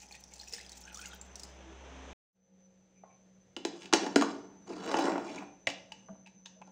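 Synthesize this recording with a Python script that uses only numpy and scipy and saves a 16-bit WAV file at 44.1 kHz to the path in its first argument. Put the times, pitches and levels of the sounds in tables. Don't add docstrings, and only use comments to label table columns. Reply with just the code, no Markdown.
import sys
import numpy as np
from scipy import signal
from scipy.fft import rfft, irfft, next_fast_len
from scipy.io import wavfile

SR = 44100
rng = np.random.default_rng(int(sys.argv[2]) if len(sys.argv) > 2 else 0)


def to_wav(s):
    ch = np.atleast_2d(s).T
    pcm = np.round(np.clip(ch, -1, 1) * 32767)
    wavfile.write(sys.argv[1], SR, pcm.astype(np.int16))


N = 295911

# time in seconds, splash level (below 4 kHz) in dB, spray level (above) in dB.
STREAM_LEVELS = [(0.0, -57.5, -50), (0.085, -66.5, -63.5), (0.154, -56, -57.5), (0.2, -67, -72),
                 (0.285, -83.5, -65), (0.32, -60.5, -56.5), (0.42, -61, -60), (0.515, -63, -55.5),
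                 (0.54, -52, -49.5), (0.62, -54.5, -54.5), (0.7, -61.5, -62), (0.77, -61.5, -58.5),
                 (0.91, -61, -64.5), (0.95, -68, -58), (1.06, -57.5, -59.5), (1.14, -60, -62.5),
                 (1.18, -69, -73.5), (1.33, -72, -70.5), (1.45, -82.5, -58), (1.7, -100, -100)]
# frequency in Hz, relative level in dB.
SPRAY_SPECTRUM = [(590, -21.5), (1000, -34.5), (1250, -45), (1450, -13.5), (1650, -13.5), (2560, -7),
                  (4070, -4), (5130, 1), (7190, 6), (13000, -31.5), (15100, -3), (16000, -32)]
# time in seconds, pitch in Hz, level in dB.
GURGLE_PATH = [(.78, 1487, -100), (.84, 1540, -63), (.925, 1400, -56.5), (.945, 1267, -61),
               (.965, 1072, -47), (.99, 1450, -56), (1.05, 1474, -52), (1.115, 1479, -58),
               (1.132, 1380, -54), (1.17, 1480, -100)]
# start in seconds, bubble level in dB, pitch in Hz, snap level in dB.
DROPS = [(0.026, -49, 2600, -60), (.087, -44, 5200, -56), (.111, -45.5, 815, -79), (0.11, -40, 2400, -51.5),
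         (0.124, -35.5, 4280, -48), (0.151, -37.5, 2450, -45), (.238, -35, 5570, -46.5),
         (0.337, -38, 7290, -43), (0.3576, -45, 5800, -48.5), (0.381, -46, 8360, -51),
         (0.3987, -30.5, 4220, -66.5), (.412, -33.5, 4820, -75), (.4324, -37, 5600, -65),
         (0.433, -46, 1720, -75.5), (0.4743, -40.5, 2530, -76), (.4832, -33.5, 5700, -71),
         (.509, -40, 5270, -67), (0.525, -39.5, 5300, -38.5), (0.53, -41.5, 450, -77.5),
         (0.536, -21.5, 5070, -35), (.548, -34, 5230, -58), (.555, -46, 3640, -75.5),
         (0.564, -36, 8500, -49), (0.583, -38, 1780, -75), (0.601, -39, 2010, -72), (0.611, -38, 5030, -45),
         (.628, -46, 2600, -70), (.648, -42, 3270, -70), (0.6636, -39, 4850, -50.5),
         (0.694, -38.5, 4330, -43), (0.7188, -35, 5560, -40.5), (0.73, -39.5, 3850, -77),
         (.813, -56, 6190, -42.5), (.838, -37, 5430, -62), (.853, -35.5, 6160, -54.5),
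         (0.879, -39.5, 2510, -60.5), (0.945, -29.5, 5800, -39), (0.949, -33, 6000, -59.5),
         (.958, -39.5, 3460, -75.5), (0.972, -33.5, 6750, -40.5), (.984, -39, 5500, -59),
         (.995, -41, 3100, -69), (0.992, -38.5, 1440, -42), (1.014, -42, 2420, -39),
         (1.021, -35.5, 8700, -55), (1.027, -39.5, 2480, -68), (1.038, -40, 2450, -70),
         (1.05, -39, 2100, -70), (1.056, -34, 2790, -56), (1.0576, -30, 6630, -39), (1.071, -37, 6000, -60),
         (1.134, -39, 3150, -69), (1.119, -40.5, 3660, -72), (1.132, -36.5, 1470, -49),
         (1.2131, -29, 7380, -45), (1.3561, -30.5, 5820, -38.5), (1.396, -37, 5370, -37.5),
         (1.4333, -30, 4950, -37.5)]
# multiple of the firing rate, relative level in dB.
ENGINE_ORDERS = [(1, 7.5), (2, -26), (3, -31.5), (4, -14), (5, -15), (6, -10.5), (7, -33)]
# centre in seconds, depth in dB.
ENGINE_DIPS = [(.25, 2.7), (.57, 9), (1.4, 5)]
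# centre in seconds, engine order, lift in dB, half-width in seconds.
ORDER_SWELLS = [(1.71, 5, 15, .13), (1.745, 6, 17.5, .05), (1.978, 4, 18, 0.12), (2.108, 6, 10.5, .04)]
# frequency in Hz, relative level in dB.
ROAD_SPECTRUM = [(65, -33), (110, -8), (191, -4), (337, -6), (394, -2.5), (529, -2), (935, -3),
                 (1050, -7.5), (3420, -12), (4680, -25.5), (6160, -15), (8260, -32.5), (12000, -63),
                 (15600, -84), (22000, -120)]
HUM_LINES = [(188.4, -70.5), (473.7, -87), (532.9, -82.5)]
WHINE_LINES = [(6013, -76.5), (6132, -78.5), (6191, -80.5), (6304, -85)]
AIR_SPECTRUM = [(15, -53.5), (25, -24), (134, -13), (190, -18.5), (326, -18), (476, -19.5), (659, -21),
                (818, -31), (1020, -32.5), (1890, -31), (5280, -39), (6210, -34), (7110, -38.5),
                (9840, -57.5), (16000, -64)]
# time in seconds, level in dB.
HUM_LEVEL = [(0, -70.5), (2.1, -62), (2.4, -52)]
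WHINE_LEVEL = [(0, -64.5), (1.25, -63), (2.0, -67.5), (2.9, -62.5), (3.05, -58.5), (3.14, -56), (3.3, -63),
               (4.1, -60), (4.4, -57), (4.9, -55), (5.35, -55.5), (6.4, -54), (6.71, -53.5)]
AIR_LEVEL = [(0, -66.5), (2.6, -61), (3.15, -58), (3.5, -56.5), (5.9, -55), (6.3, -60.5), (6.71, -62.5)]
# frequency in Hz, reverberation time in seconds.
KITCHEN_T60 = [(150, 0.64), (500, 0.59), (2000, 0.41), (6000, 0.45), (12000, 0.021)]
# start in seconds, level in dB.
TICKS = [(.205, -49), (.44, -62), (.527, -52), (.806, -47), (.925, -51), (1.003, -45), (1.0835, -45),
         (1.147, -42), (1.433, -57), (4.859, -41), (4.985, -50), (4.991, -33)]
# start in seconds, peak in dB, pitch in Hz, length in seconds.
RINGS_AND_BUMPS = [(2.952, -61, 2370, 0.11), (3.041, -50, 695, 0.049), (3.043, -53, 1072, 0.13),
                   (3.092, -57.5, 2320, 0.07), (4.678, -32, 363, 0.031), (4.696, -25.5, 345, 0.063),
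                   (4.726, -40, 2380, 0.016), (4.737, -25.5, 310, 0.039), (4.939, -24.5, 1880, 0.01),
                   (4.942, -32, 2830, 0.015), (5.269, -38.5, 2380, 0.081), (5.33, -34.5, 287.8, 0.18),
                   (5.334, -45, 2424, 0.21), (5.379, -28, 2390, .016), (5.674, -31, 127, 0.016),
                   (5.670, -10.5, 2050, 0.013), (5.67, -29, 283, 0.021), (5.918, -35, 856, 0.019),
                   (5.919, -37, 2830, 0.012), (5.922, -34, 4650, 0.0076), (6.086, -38.5, 1200, 0.015),
                   (6.09, -39, 639, 0.064), (6.091, -30.5, 193, 0.06), (6.259, -40, 2637, 0.017),
                   (6.271, -45, 2480, 0.023), (6.267, -44, 853, 0.019), (6.454, -46, 911, 0.041),
                   (6.455, -35.5, 3680, 0.024), (6.557, -47.5, 630, 0.048), (6.615, -30.5, 874, 0.015),
                   (6.617, -41, 2440, 0.013), (6.68, -60, 930, 0.014)]
# frequency in Hz, width in Hz, relative level in dB.
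RESONANCES = [(263, 14, -5), (284, 22, 4), (313, 60, -3), (346, 18, 1), (390, 19, -2.5), (458, 30, -2.5),
              (505, 26, -10), (562, 13, -3.5), (630, 13, -1), (681, 27, -1), (773, 22, 2), (877, 20, 1.5),
              (920, 25, -5.5), (993, 23, -3.5), (1077, 27, -3.5), (1200, 57, -5), (1362, 20, -7.5),
              (1440, 21, -5.5), (1674, 25, -3), (1840, 19, -6), (1996, 27, -9.5), (2166, 29, -4.5),
              (2380, 32, 0), (2620, 19, -7.5), (2830, 43, 1), (2980, 33, 1), (3410, 62, 3), (3936, 57, 3),
              (4484, 60, -1.5), (5000, 47, -1.5), (5540, 31, -4), (6270, 58, -2), (6660, 51, -2.5),
              (7380, 56, -2), (8240, 59, -5), (9280, 53, -7), (10750, 60, -8.5), (15200, 1200, -36.5)]
# start in seconds, thud, body and top levels in dB, low and high favoured pitch in Hz.
KNOCKS = [(3.035, -53, -43, -76, 690, 1730), (3.565, -31.5, -32.5, -30, 346, 3140),
          (3.6, -38, -55.5, -61, 336, 2400), (3.65, -26.5, -29, -20.5, 346, 907),
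          (3.82, -47, -58.5, -40, 253, 3380), (3.831, -59, -60.5, -43, 460, 4050),
          (3.843, -41.5, -51, -46, 470, 2820), (3.857, -68, -46, -38, 880, 2970),
          (3.927, -20.5, -15, -18, 363, 1470), (3.935, -16.5, -16, -8, 370, 6180),
          (3.944, -23.5, -19, -25.5, 1362, 2980), (4.032, -25.5, -61.5, -35, 358, 1780),
          (4.064, -25.5, -25.5, -30, 313, 1780), (4.159, -10, -14, -10.5, 309, 1480),
          (4.211, -31.5, -18, -22, 292, 1800), (4.221, -21, -13.5, -19.5, 284, 1200),
          (4.704, -29, -34.5, -56, 362, 2380), (4.736, -42, -40.5, -49, 877, 2400),
          (4.861, -52, -33, -50, 1400, 10750), (4.876, -24, -26, -37, 471, 2380),
          (4.895, -37, -26.5, -43, 471, 5500), (4.914, -30, -23.5, -30, 475, 4000),
          (4.942, -19, -20, -30, 850, 2820), (4.954, -21, -27.5, -37, 877, 1820),
          (4.972, -29, -30.5, -42, 773, 2440), (4.987, -40, -22, -29, 810, 2400),
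          (5.001, -41, -29, -40, 773, 5000), (5.04, -22.5, -21.5, -35, 358, 1840),
          (5.055, -35, -24, -31, 358, 1940), (5.066, -26, -18.5, -53, 390, 1600),
          (5.08, -23.5, -20, -40, 390, 1660), (5.119, -28.5, -30.5, -36.5, 368, 2430),
          (5.155, -31.5, -22, -63, 355, 1640), (5.179, -27, -23.5, -37, 335, 2400),
          (5.316, -35, -66, -62, 298, 6270), (5.346, -61.5, -41, -41, 296, 6270),
          (5.359, -54, -45, -38, 270, 6270), (5.386, -43.5, -56.5, -38, 280, 2570),
          (5.6703, -24.5, -23, -18.5, 600, 2870), (5.689, -53, -39, -35, 877, 4600),
          (5.701, -42, -53, -30.5, 283, 2620), (5.92, -68.5, -50, -36, 877, 2830),
          (6.086, -68, -41, -73, 650, 1770), (6.154, -69, -53, -70, 668, 1200),
          (6.263, -75, -64, -49.5, 843, 2510), (6.272, -76.5, -59, -47, 877, 2620),
          (6.458, -95.5, -54, -36.5, 877, 6400), (6.616, -79, -46.5, -53, 880, 2270),
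          (6.674, -55, -47.5, -56, 855, 5950)]
# time in seconds, pressure in dB, brightness in dB.
RUB_STROKES = [
    [(3.62, -85, 1), (3.74, -56.5, 7), (3.8, -57.5, 15), (3.86, -54, 12.5), (3.88, -62.5, 7),
     (3.92, -59, -5), (3.99, -54, 22), (4.04, -36.5, -1), (4.1, -39, -2), (4.17, -62, 15.5), (4.33, -49, 9),
     (4.5, -59, -12)],
    [(4.655, -66, 0), (4.68, -46.5, 5.5), (4.8, -44.5, 0), (4.86, -38, 4), (4.988, -30.5, 2.5),
     (5.056, -32, 3), (5.15, -34, -6.5), (5.23, -42.5, -2), (5.3, -44.5, 9.5), (5.424, -42.5, -7),
     (5.5, -75.5, -3)],
    [(5.66, -100, 5), (5.69, -50.5, 4), (5.8, -78, -6), (5.95, -74, 12), (6.08, -75, 9.5), (6.13, -64.5, 0),
     (6.22, -77, -0.5), (6.55, -78, -5), (6.6, -71.5, -1.5), (6.71, -67, 5.5)],
]
REGISTER_EDGES_HZ = [230, 500, 1600, 4200, 16000]
# offset from the pressure in dB, share of the brightness.
RUB_RESPONSE = [(0.5, 0.13), (-0.66, 0.12), (-12.5, 0.83), (-14, 1)]
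DAMPED_WIDTH = [2.2, 2.6, 3.6, 4.0]
FREE_WIDTH = [1.1, 1.1, 1.1, 1.3]
RUBBED_WIDTH = [1.1, 1.3, 1.5, 2.1]
# relative level in dB of the free ringing, of the raw scratch.
FREE_DB = [-13, -17, -19, -23]
SCRATCH_DB = [-9, -4, -3, -3]
# frequency in Hz, gain in dB.
SHARP_EQ = [(20, 6), (7000, 6.5), (10000, -6), (12800, -20.5), (14300, -21), (15300, -6.5)]
# time in seconds, gain in dB.
DROPOUT_GAIN = [(2.131, -4.5), (2.134, -74), (2.32, -54), (2.36, -23.5), (2.6, -11), (2.8, -13)]

TIME_S = np.arange(N) / SR


def from_db(db):
    return np.exp(np.asarray(db) * np.log(10) / 20)


def unit_rms(x):
    return x / np.sqrt(np.mean(x ** 2) + 1e-20)


def curves(rows):
    times_s, *columns = np.transpose(rows)
    return [np.interp(TIME_S, times_s, column) for column in columns]


def at_hz(rows, hz):
    points_hz, values = np.transpose(rows)
    return np.interp(np.log(hz), np.log(points_hz), values)


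def colour(x, spectrum):
    size = next_fast_len(len(x))
    gain = from_db(at_hz(spectrum, np.fft.rfftfreq(size, 1 / SR) + 1))
    return irfft(rfft(x, size) * gain, size)[:len(x)]


def butter(x, order, hz, kind):
    return signal.sosfilt(signal.butter(order, hz, kind, fs=SR, output="sos"), x)


def decay(clicks, tau_s):
    return signal.lfilter([1], [1, -np.exp(-1 / (tau_s * SR))], clicks + 1e-18)


def drift(rate_hz):
    r = np.exp(-80 * np.pi * rate_hz / SR)
    slow = signal.lfilter([1], [1, -2 * r, r * r], rng.standard_normal(N // 40 + 2002))[2000:]
    return np.interp(np.arange(N) / 40, np.arange(len(slow)), unit_rms(slow))


def ring(clicks, hz, width_hz):
    r, w = np.exp(-np.pi * width_hz / SR), 2 * np.pi * hz / SR
    return signal.lfilter([0, np.sin(w)], [1, -2 * r * np.cos(w), r * r], clicks + 1e-18)


def grains(per_s, spread_db):
    sizes = from_db(spread_db * np.minimum(rng.exponential(1, N), 4)) * rng.choice([-1, 1], N)
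    return sizes * (rng.random(N) < per_s / SR)


def tones(lines, waver_db, rate_hz):
    return unit_rms(sum(
        from_db(db + waver_db * drift(rate_hz)) * np.sin(2 * np.pi * (hz * TIME_S + rng.random()))
        for hz, db in lines))


def water():
    splash_db, spray_db = curves(STREAM_LEVELS)
    births = grains(per_s=4500 * from_db(4.5 * drift(30)), spread_db=3.5)
    pitch_index = rng.integers(0, 24, N)
    bands = np.zeros((2, N))
    for k, hz in enumerate(np.geomspace(1300, 11000, 24)):
        gain = from_db(at_hz(SPRAY_SPECTRUM, hz) + 5 * drift(14))
        bands[int(hz > 4000)] += gain * ring(births * (pitch_index == k), hz, hz / 16)
    bubbles = from_db(splash_db) * unit_rms(bands[0]) + from_db(spray_db) * unit_rms(bands[1])
    fizz = unit_rms(colour(grains(per_s=11000, spread_db=-2), SPRAY_SPECTRUM))
    fizz *= from_db(spray_db - 7 + 8.7 * drift(32))
    gurgle_hz, gurgle_db = curves(GURGLE_PATH)
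    turns = np.cumsum(gurgle_hz * (1 + 0.06 * drift(70))) / SR
    gurgle = from_db(gurgle_db + 5.5 * drift(60)) * np.sin(2 * np.pi * turns)
    pot_air = unit_rms(ring(births, hz=840, width_hz=66)) * from_db(0.27 * splash_db - 46)
    pot_wall = unit_rms(ring(births, hz=2600, width_hz=90)) * from_db(splash_db - 9)
    return bubbles + fizz + gurgle + pot_air + pot_wall


def engine():
    firing_hz = np.interp(TIME_S, [0.88, 1.08], [62.5, 65.7])
    turns = np.cumsum(firing_hz) / SR
    dip_db = sum(db * np.exp(-((TIME_S - s) / 0.028) ** 2) for s, db in ENGINE_DIPS)
    tone_db = -68 + 7.5 * TIME_S - dip_db
    tone = np.zeros(N)
    for order, db in ENGINE_ORDERS:
        swell_db = sum(lift_db * np.exp(-((TIME_S - s) / half_s) ** 2)
                       for s, swelling, lift_db, half_s in ORDER_SWELLS if swelling == order)
        waver_db = (0.6 if order == 1 else 4) * drift(14)
        tone += from_db(db + swell_db + waver_db) * np.sin(2 * np.pi * (order * turns + rng.random()))
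    road = unit_rms(colour(rng.standard_normal(N), ROAD_SPECTRUM))
    road_db = -68.5 + 10 * TIME_S + 0.57 * drift(19)
    running = TIME_S < 2.2
    return running * (from_db(tone_db) * tone + from_db(road_db) * road)


def appliance():
    hum = from_db(curves(HUM_LEVEL)[0]) * tones(HUM_LINES, waver_db=3, rate_hz=7)
    whine = from_db(curves(WHINE_LEVEL)[0]) * tones(WHINE_LINES, waver_db=3.5, rate_hz=15)
    return hum + whine


def kitchen_air():
    level_db = curves(AIR_LEVEL)[0] + 0.51 * drift(12)
    return from_db(level_db) * unit_rms(colour(rng.standard_normal(N), AIR_SPECTRUM))


def low_drone(noise, pressure_db):
    drone = ring(np.diff(noise, prepend=0), hz=189.3, width_hz=14)
    return from_db(0.35 * pressure_db - 33.5) * unit_rms(drone)


def kitchen_echo(x):
    t, tail = np.arange(SR // 2) / SR, 0
    edges_hz = 100 * 2 ** np.arange(0, 7.4, 0.5)
    for low_hz, high_hz in zip(edges_hz, edges_hz[1:]):
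        band = butter(rng.standard_normal(len(t)), 2, [low_hz, high_hz], "band")
        tail += band * from_db(-60 * t / at_hz(KITCHEN_T60, np.sqrt(low_hz * high_hz)))
    tail *= np.minimum(t / 0.0078, 1)
    return signal.fftconvolve(x, tail / np.sqrt(np.sum(tail ** 2)))[:N]


def drops():
    size = 4000
    t = np.arange(size) / SR
    bubbles, snaps = np.zeros((2, N + size))
    for start_s, db, hz, snap_db in DROPS:
        start = round(start_s * SR)
        t60_s = 0.025 * (2980 / hz) ** 0.57
        envelope = from_db(db - 60 * t / t60_s) * np.minimum(t / 0.00066, 1)
        bubbles[start:][:size] += envelope * np.sin(2 * np.pi * hz * (1.009 * t + 0.95 * t * t))
        snaps[start:][:size] += from_db(snap_db) * rng.standard_normal(size) * np.exp(-t / 0.0058)
    return bubbles[:N] + colour(butter(snaps[:N], 4, 4300, "high"), SHARP_EQ)


def ticks():
    clicks = np.zeros(N)
    for start_s, db in TICKS:
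        clicks[round(start_s * SR)] = from_db(db)
    return butter(decay(clicks, tau_s=0.003) * rng.standard_normal(N), 4, 11000, "high")


def rings_and_bumps():
    out, shake_s = np.zeros(N), 0.00008 * drift(170)
    for start_s, db, hz, length_s in RINGS_AND_BUMPS:
        start = round(start_s * SR)
        t = np.arange(min(round(3 * length_s * SR), N - start)) / SR
        span = slice(start, start + len(t))
        swell = 4 * t / length_s * np.exp(1 - 4 * t / length_s)
        turns = hz * (t + shake_s[span]) + rng.random()
        out[span] += from_db(db) * swell * np.sin(2 * np.pi * turns)
    return out * from_db(2 * drift(60))


def lid():
    contact_s, favour_db = 0.0012, 10
    knocks, modes = np.array(KNOCKS), np.array(RESONANCES)
    starts, spot_hz = np.round(knocks[:, 0] * SR).astype(int), knocks[:, 4:]
    thud_db, body_db, top_db = knocks[:, 1:4].T
    first, second, third = RUB_STROKES
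    pressure_db, brightness_db = curves([(3.55, -110, 0.013), *first, *second, (5.6, -110, 0), *third])
    grind = grains(per_s=1800 * from_db(5 * drift(45)), spread_db=3.5)
    noise = rng.standard_normal(N)
    metal = np.zeros(N)
    for k, knock_db in enumerate([thud_db, body_db, top_db, top_db]):
        low_hz, high_hz = REGISTER_EDGES_HZ[k:k + 2]
        band_hz = [low_hz / 1.7, high_hz * 1.31]
        register = modes[(modes[:, 0] >= low_hz) & (modes[:, 0] < high_hz)]
        total_db = 10 * np.log10(np.sum(from_db(2 * register[:, 2])))
        cracks, struck, rubbed = np.zeros((3, N))
        for hz, width_hz, db in register:
            lift_db = favour_db * np.exp(-(np.log(hz / spot_hz) / 0.13) ** 2).max(axis=1)
            lag = (rng.random(len(starts)) * contact_s * SR).astype(int)
            uneven = from_db(rng.normal(0, 2, len(starts))) * rng.choice([-1, 1], len(starts))
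            clicks = np.zeros(N)
            clicks[starts + lag] = uneven * from_db(knock_db + db - total_db + lift_db)
            struck += ring(clicks, hz, DAMPED_WIDTH[k] * width_hz)
            struck += from_db(FREE_DB[k]) * ring(clicks, hz, FREE_WIDTH[k] * width_hz)
            drive = grind * np.roll(noise, round(hz))
            rubbed += from_db(db + 3 * drift(4.8)) * ring(drive, hz, RUBBED_WIDTH[k] * width_hz)
        cracks[starts] = from_db(knock_db - 12.5)
        struck += decay(cracks, tau_s=0.011) * unit_rms(butter(noise, 2, band_hz, "band"))
        scratch = from_db(SCRATCH_DB[k]) * unit_rms(butter(grind, 2, band_hz, "band"))
        offset_db, share = RUB_RESPONSE[k]
        rub_db = pressure_db + offset_db + share * brightness_db
        metal += butter(struck + from_db(rub_db) * (unit_rms(rubbed) + scratch), 2, band_hz, "band")
    top_hiss = from_db(pressure_db - 13) * unit_rms(butter(grind, 4, 13500, "high"))
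    radiated = butter(metal + top_hiss, 6, 225, "high")
    return radiated + table_thump(starts, thud_db) + low_drone(noise, pressure_db)


def table_thump(starts, thud_db):
    pushes = np.zeros(N)
    pushes[starts] = from_db(thud_db - 25.5)
    return ring(pushes, hz=106, width_hz=36)


def scene():
    pour, metal, rings = water() + drops(), colour(lid(), SHARP_EQ), rings_and_bumps()
    echo = kitchen_echo(from_db(-13) * pour + from_db(-9.5) * metal + from_db(-17) * rings)
    return (pour + metal + rings + echo + engine() + appliance() + kitchen_air() + ticks())[None]


def record(dry):
    cutoff_hz = 16200
    heard = dry * from_db(curves(DROPOUT_GAIN)[0])
    return signal.sosfilt(signal.cheby2(20, 70, cutoff_hz, fs=SR, output="sos"), heard)


dry = scene()
out = record(dry)
to_wav(out)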